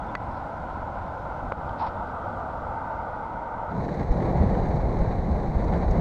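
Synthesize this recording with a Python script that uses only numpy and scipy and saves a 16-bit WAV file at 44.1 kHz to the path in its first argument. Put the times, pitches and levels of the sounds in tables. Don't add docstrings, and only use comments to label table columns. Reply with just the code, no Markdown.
import sys
import numpy as np
from scipy import signal
from scipy.fft import rfft, irfft, next_fast_len
from scipy.io import wavfile
from scipy.ndimage import uniform_filter1d, minimum_filter1d, map_coordinates

SR = 44100
rng = np.random.default_rng(int(sys.argv[2]) if len(sys.argv) > 2 else 0)


def log_audio(samples):
    frames = np.atleast_2d(samples).T
    limited = np.clip(frames, -1, 1)
    pcm = np.round(limited * 32767).astype(np.int16)
    wavfile.write(sys.argv[1], SR, pcm)


N = 264688
TIME = np.arange(N) / SR
FADE_START_S, FADE_END_S = 3.664, 3.83

# (time [s], level [dB])
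ROAD_SHAKE = [(3.78, -30.5), (3.97, -32.5), (4.02, -29), (4.07, -34.5), (4.17, -27.8), (4.28, -26.5),
              (4.42, -26.5), (4.56, -27), (4.85, -29.5), (5.02, -29), (5.25, -33), (5.42, -29), (5.51, -32),
              (5.75, -26), (5.88, -31), (5.94, -26.5)]
# (frequency [Hz], level [dB])
DECK_TONE = [(50, -10.5), (105, 1.5), (175, 4.5), (215, 1), (270, -6), (380, -14), (700, -62), (2000, -120)]
TYRE_TONE = [(150, -25.5), (330, -1.5), (520, -1), (650, -1.5), (790, -1.5), (950, -7), (1150, -14.5),
             (1400, -24.5), (2000, -37), (5000, -120)]
GRIT_TONE = [(200, -66), (700, -21), (1400, 0.5), (2150, -0.5), (2400, -8.5), (2650, -18.5), (3250, -20),
             (3600, -15), (3900, -14), (4550, -15.5), (5150, -30), (6400, -29), (8000, -36.5), (15000, -68)]
SIZZLE_TONE = [(2500, -30), (5000, -5.5), (5500, -2.5), (5900, -2.5), (6500, -3), (7200, -11.5), (7850, -7),
               (8500, -16.5), (9700, -13), (11000, -20.5), (13000, -17.5), (15000, -23.5)]
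# (pitch [Hz], width [Hz], level at average shaking [dB])
SHRILL_NOTES = [(3980, 360, -66), (6480, 480, -78)]

def wheels():
    ride_db = np.interp(TIME, *np.transpose(ROAD_SHAKE))
    shake_db = ride_db - ride_db[round(FADE_END_S * SR):].mean()
    bumps = wobble(70)
    deck = amp(-28.5 + shake_db + 0.17 * bumps) * rush(DECK_TONE, patchy_db=1.5)
    roar = amp(-31 + 0.82 * shake_db + 0.57 * bumps) * rush(TYRE_TONE, patchy_db=0.17)
    crunch = unit(coloured(grains(per_second=6700, spread_db=-2), GRIT_TONE))
    grit = amp(-49.5 + 0.59 * shake_db + 1.1 * bumps) * crunch
    sizzle = amp(-70 + 0.35 * shake_db) * rush(SIZZLE_TONE, patchy_db=0.6)
    case_ring = sum(amp(db) * hollow(hz, width_hz) for hz, width_hz, db in SHRILL_NOTES)
    shrill = amp(0.1 * shake_db + 1.5 * bumps) * case_ring
    return deck + roar + grit + sizzle + shrill


# (frequency [Hz], level [dB])
WIND_TONE = [(8, -10.5), (22, -0.5), (45, 5.5), (80, 2), (120, -7.5), (220, -33.5), (600, -77),
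             (2000, -120)]
# (time [s], peak level [dB], pitch [Hz], half length [s])
SWIRLS = [(4.113, -10, 36.3, 0.014), (4.414, -11.5, 62, 0.01), (4.465, -25, 86, 0.022),
          (4.748, -18, 138, 0.011), (4.861, -16, 52.3, 0.021), (5.017, -13.5, 36, 0.013),
          (5.079, -16, 105, 0.0088), (5.195, -16.5, 65, 0.011), (5.32, -13.5, 64.6, 0.018),
          (5.569, -17, 40, 0.015), (5.863, -14.5, 55.4, 0.0086), (5.914, -13.5, 41.5, 0.012)]

def wind(full_from_s=4.19, rise_db_per_s=22.5):
    level_db = -27.5 - rise_db_per_s * np.maximum(0, full_from_s - TIME)
    rumble = amp(level_db + 1.6 * wobble(23)) * rush(WIND_TONE, patchy_db=0)
    return rumble + sum(throb(s, db, hz, half_s) for s, db, hz, half_s in SWIRLS)


# (time [s], peak level [dB], pitch [Hz])
ROAD_BUMPS = [(3.793, -22, 184), (4.204, -22.5, 162), (5.92, -22.5, 157)]

def jolts():
    return sum(throb(s, db, hz, half_s=0.013) for s, db, hz in ROAD_BUMPS)


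# (time [s], tick level [dB], clack level [dB], time to die away [s])
RATTLE_HITS = [(3.843, -55, -52, 0.023), (3.8875, -64, -32.5, .03), (3.941, -54.5, -41, .06),
               (3.9936, -54, -34, 0.031), (4.0125, -53.5, -46, 0.023), (4.0265, -55.5, -35, 0.036),
               (4.1168, -52, -47, 0.051), (4.205, -64, -33, 0.025), (4.224, -60, -36, 0.025),
               (4.372, -53, -47, .03), (4.549, -60, -37, 0.028), (4.684, -53.5, -49, .035),
               (4.757, -55.5, -46, .04), (4.988, -55.5, -41, 0.049), (5.642, -52.5, -43, 0.042),
               (5.735, -56, -29, 0.026), (5.755, -58, -35, 0.023), (5.775, -56, -44, .04),
               (5.908, -47.5, -47, .054)]
# (frequency [Hz], level [dB])
TICK_TONE = [(1500, -36), (4000, 8.5), (6300, 12.5), (9000, -6.5), (14000, -10)]
CLACK_TONE = [(500, -17), (1200, 15.5), (2000, 18), (2550, -6.5), (3000, 1.5), (4200, -14), (6000, -29),
              (12000, -46)]

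def rattles(attack_s=0.0008):
    t = np.arange(SR // 16) / SR
    ticks, clacks = np.zeros((2, N))
    for s, tick_db, clack_db, decay_s in RATTLE_HITS:
        loudness = amp(-6.5 - 60 * t / decay_s) * (1 - np.exp(-t / attack_s))
        tick, clack = loudness * rng.standard_normal((2, len(t)))
        ticks[round(s * SR):][:len(t)] += amp(tick_db) * tick
        clacks[round(s * SR):][:len(t)] += amp(clack_db) * clack
    return shaped(ticks, TICK_TONE) + shaped(clacks, CLACK_TONE)


# (frequency [Hz], level [dB])
AIR_RUMBLE = [(15, -7), (45, 2.5), (85, 1.5), (135, -4), (250, -5.5), (330, -8), (400, -18.5), (700, -42.5),
              (1500, -120)]
EARLY_HISS = [(60, -50), (400, -15.5), (500, -5), (680, -1.5), (820, 0.5), (1020, -1), (1150, -14.5),
              (1300, -7), (1490, -8), (1660, -22.5), (1880, -27.5), (2080, -23.5), (2550, -37.5),
              (6000, -120)]
LATE_HISS = [(60, -59.5), (400, -13.5), (500, -4.5), (700, -1.5), (930, 1.5), (1075, -13), (1200, -7),
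             (1450, -6), (1560, -11.5), (1640, -27.5), (2050, -26.5), (2450, -42), (6000, -120)]
AIR_TREBLE = [(1200, -36.5), (2400, 2), (3600, -1), (5000, -8), (7000, -14), (10000, -21), (12500, -26),
              (15000, -36.5)]

def roadside_air(settle_from_s=2.27, fall_db_per_s=2):
    swell = bell(peak_s=2.35, half_s=0.72)
    settle_db = fall_db_per_s * np.maximum(0, TIME - settle_from_s)
    rumble = amp(-37.5 - settle_db + 0.35 * wobble(3.2)) * rush(AIR_RUMBLE, patchy_db=1)
    early = rush(EARLY_HISS, patchy_db=0.4)
    late = rush(LATE_HISS, patchy_db=0.5)
    air = crossfade(early, late, ramp(0.82, 1.9))
    hiss = amp(-34.5 + 1.24 * swell + 0.36 * wobble(23.04)) * air
    swell_note = amp(-45) * swell * hollow(1205, width_hz=180)
    whistle_db = -63 + 24.5 * ramp(2.55, 2.67)
    whistle = hollow(904, width_hz=122) + amp(-24.5) * hollow(2095, width_hz=360)
    treble = amp(-64 - settle_db) * rush(AIR_TREBLE, patchy_db=1)
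    return rumble + hiss + swell_note + amp(whistle_db) * whistle + treble


# (time [s], ring level [dB], thud level [dB], ring rise time [s], snap level [dB])
CASE_TAPS = [(0.152, -14, -51, 0.001, -33.5), (.218, -31, -60, .009, -70), (1.5214, -39, -12, 0.0016, -36),
             (1.6932, -44, -51, 0.0008, -40.5)]
# (pitch [Hz], level [dB], time to die away [s])
CASE_NOTES = [(1167, -3, 0.012), (1450, 8.5, 0.0061), (1700, -14, 0.025), (1970, -13.5, 0.059),
              (2510, -11, 0.012), (3350, -25, 0.023), (4500, -19.5, 0.013), (5600, -20, 0.0061),
              (6400, -23.5, 0.0068), (8150, -30, .005), (12500, -32, 0.0043)]
# (frequency [Hz], level [dB])
THUD_TONE = [(100, 1), (330, -4), (520, 12), (660, 1), (900, 6.5), (1350, 5), (1800, -13), (2300, -11),
             (2800, -26), (4200, -42), (6000, -66), (12000, -99)]
SNAP_TONE = [(700, -10), (2000, 5), (3300, 3), (4900, -6), (5800, -20), (9000, -34), (14000, -44)]

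def taps(snap_decay_s=0.014):
    t = np.arange(SR // 8) / SR
    rings, pushes, snaps = np.zeros((3, N))
    for s, ring_db, thud_db, rise_s, snap_db in CASE_TAPS:
        start = round(s * SR)
        ring = sum(amp(db + rng.normal(0, 1) - 60 * t / decay_s) * np.sin(2 * np.pi * hz * t)
                   for hz, db, decay_s in CASE_NOTES)
        rings[start:][:len(t)] += amp(ring_db) * ring * (1 - np.exp(-t / rise_s))
        pushes[start] = amp(thud_db)
        snaps[start:][:len(t)] += amp(snap_db - 60 * t / snap_decay_s) * rng.standard_normal(len(t))
    return rings + coloured(pushes, THUD_TONE) + shaped(snaps, SNAP_TONE)


# (frequency [Hz], level [dB])
RASP_TONE = [(900, -21), (1700, 7.5), (2300, 4), (2900, -2.5), (3900, 0.5), (4700, -2.5), (5500, -6),
             (6200, -31), (12000, -60)]
# (time [s], half length [s], rasp level [dB], ring level [dB], ring delay [s], ring half length [s])
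SCUFF_STROKES = [(1.81, 0.022, -47.5, -26, 0.021, 0.026), (1.868, 0.022, -49, -32.5, 0.0045, 0.013)]

def scuff():
    rasp = unit(coloured(grains(per_second=5200, spread_db=-3.5), RASP_TONE))
    ring = hollow(906, width_hz=230)
    ring = unit(ring / np.sqrt(1 + np.abs(signal.hilbert(ring)) ** 2))
    ring = filtered(ring, lambda hz: 1 / (1 + (hz / 2000) ** 4))
    sound = amp(-62.5) * bell(peak_s=0.37, half_s=0.08) * rasp
    for s, half_s, rasp_db, ring_db, delay_s, ring_half_s in SCUFF_STROKES:
        sound += amp(rasp_db) * bell(s, half_s) * rasp
        sound += amp(ring_db) * bell(s + delay_s, ring_half_s) * ring
    return sound


# (time [s], length [s], top pitch [Hz], level [dB])
BIRD_CHIRPS = [(0.018, 0.038, 3420, -66), (.093, 0.057, 3520, -61.5)]

def bird():
    song = np.zeros(N)
    for s, length_s, top_hz, db in BIRD_CHIRPS:
        position = np.clip(2 * (TIME - s) / length_s, -1, 1)
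        pitch = top_hz * (1 - 0.095 * position ** 2)
        song += amp(db) * (1 - position ** 2) * np.sin(2 * np.pi * np.cumsum(pitch) / SR)
    return song


def amp(db):
    return 10 ** (np.asarray(db) / 20)


def unit(x):
    return x / np.sqrt(np.mean(x ** 2) + 1e-20)


def bell(peak_s, half_s):
    return np.exp(-((TIME - peak_s) / half_s) ** 2)


def ramp(start_s, end_s):
    return np.clip((TIME - start_s) / (end_s - start_s), 0, 1)


def wobble(per_second):
    return map_coordinates(rng.standard_normal(int(N * per_second / SR) + 4), [TIME * per_second])


def crossfade(a, b, share):
    return np.cos(share * np.pi / 2) * a + np.sin(share * np.pi / 2) * b


def throb(s, db, hz, half_s):
    return amp(db) * bell(s, half_s) * np.sin(2 * np.pi * ((TIME - s) * hz + rng.random()))


def tone_gain(tone, hz):
    points_hz, points_db = np.transpose(tone)
    return amp(np.interp(np.log(hz + 1), np.log(points_hz + 1), points_db))


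def filtered(x, response):
    size = next_fast_len(N + SR // 2)
    return irfft(rfft(x, size) * response(np.fft.rfftfreq(size, 1 / SR)), size)[:N]


def shaped(x, tone):
    return filtered(x, lambda hz: tone_gain(tone, hz))


def coloured(x, tone, size=8192):
    cepstrum = irfft(np.log(tone_gain(tone, np.fft.rfftfreq(size, 1 / SR))))
    cepstrum[1:size // 2] *= 2
    cepstrum[size // 2 + 1:] = 0
    ring = irfft(np.exp(rfft(cepstrum)))
    return signal.fftconvolve(x, ring / np.abs(ring).max())[:N]


def rush(tone, patchy_db):
    grid = signal.stft(rng.standard_normal(N), nperseg=512)[2]
    patches = uniform_filter1d(rng.standard_normal(grid.shape), size=5, axis=0)
    patches = uniform_filter1d(patches, size=14, axis=1)
    noise = signal.istft(grid * amp(patchy_db * unit(patches)), nperseg=512)[1][:N]
    return unit(shaped(noise, tone))


def hollow(centre_hz, width_hz):
    peak = lambda hz: 1j * hz * width_hz / (centre_hz ** 2 - hz ** 2 + 1j * hz * width_hz)
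    return unit(filtered(rng.standard_normal(N), lambda hz: peak(hz) ** 2))


def grains(per_second, spread_db):
    hits = rng.random(N) < per_second / SR
    return hits * rng.standard_normal(N) * amp(spread_db * np.clip(rng.standard_normal(N), -2, 2))


def scene():
    standing = roadside_air() + bird() + taps() + scuff()
    rolling = wheels() + rattles() + wind() + jolts()
    return crossfade(standing, rolling, ramp(FADE_START_S, FADE_END_S) ** 1.27)[None]


def volume_control(x, threshold_db=-23.5, hold_s=0.044, ease_s=0.0025):
    treble = np.abs(signal.sosfilt(signal.butter(2, 1500, "high", fs=SR, output="sos"), x))
    needed_gain = np.minimum(1, amp(threshold_db) / (treble + 1e-9))
    half_hold = int(hold_s * SR / 2)
    held_gain = minimum_filter1d(needed_gain, 2 * half_hold + 1, origin=half_hold)
    carry = np.exp(-1 / (ease_s * SR))
    ease = lambda curve: signal.lfilter([1 - carry], [1, -carry], curve)
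    return x * (1 - ease(ease(1 - held_gain)))


def record(dry):
    return filtered(volume_control(dry[0]), lambda hz: hz < 15000)[None]


dry = scene()
out = record(dry)
log_audio(out)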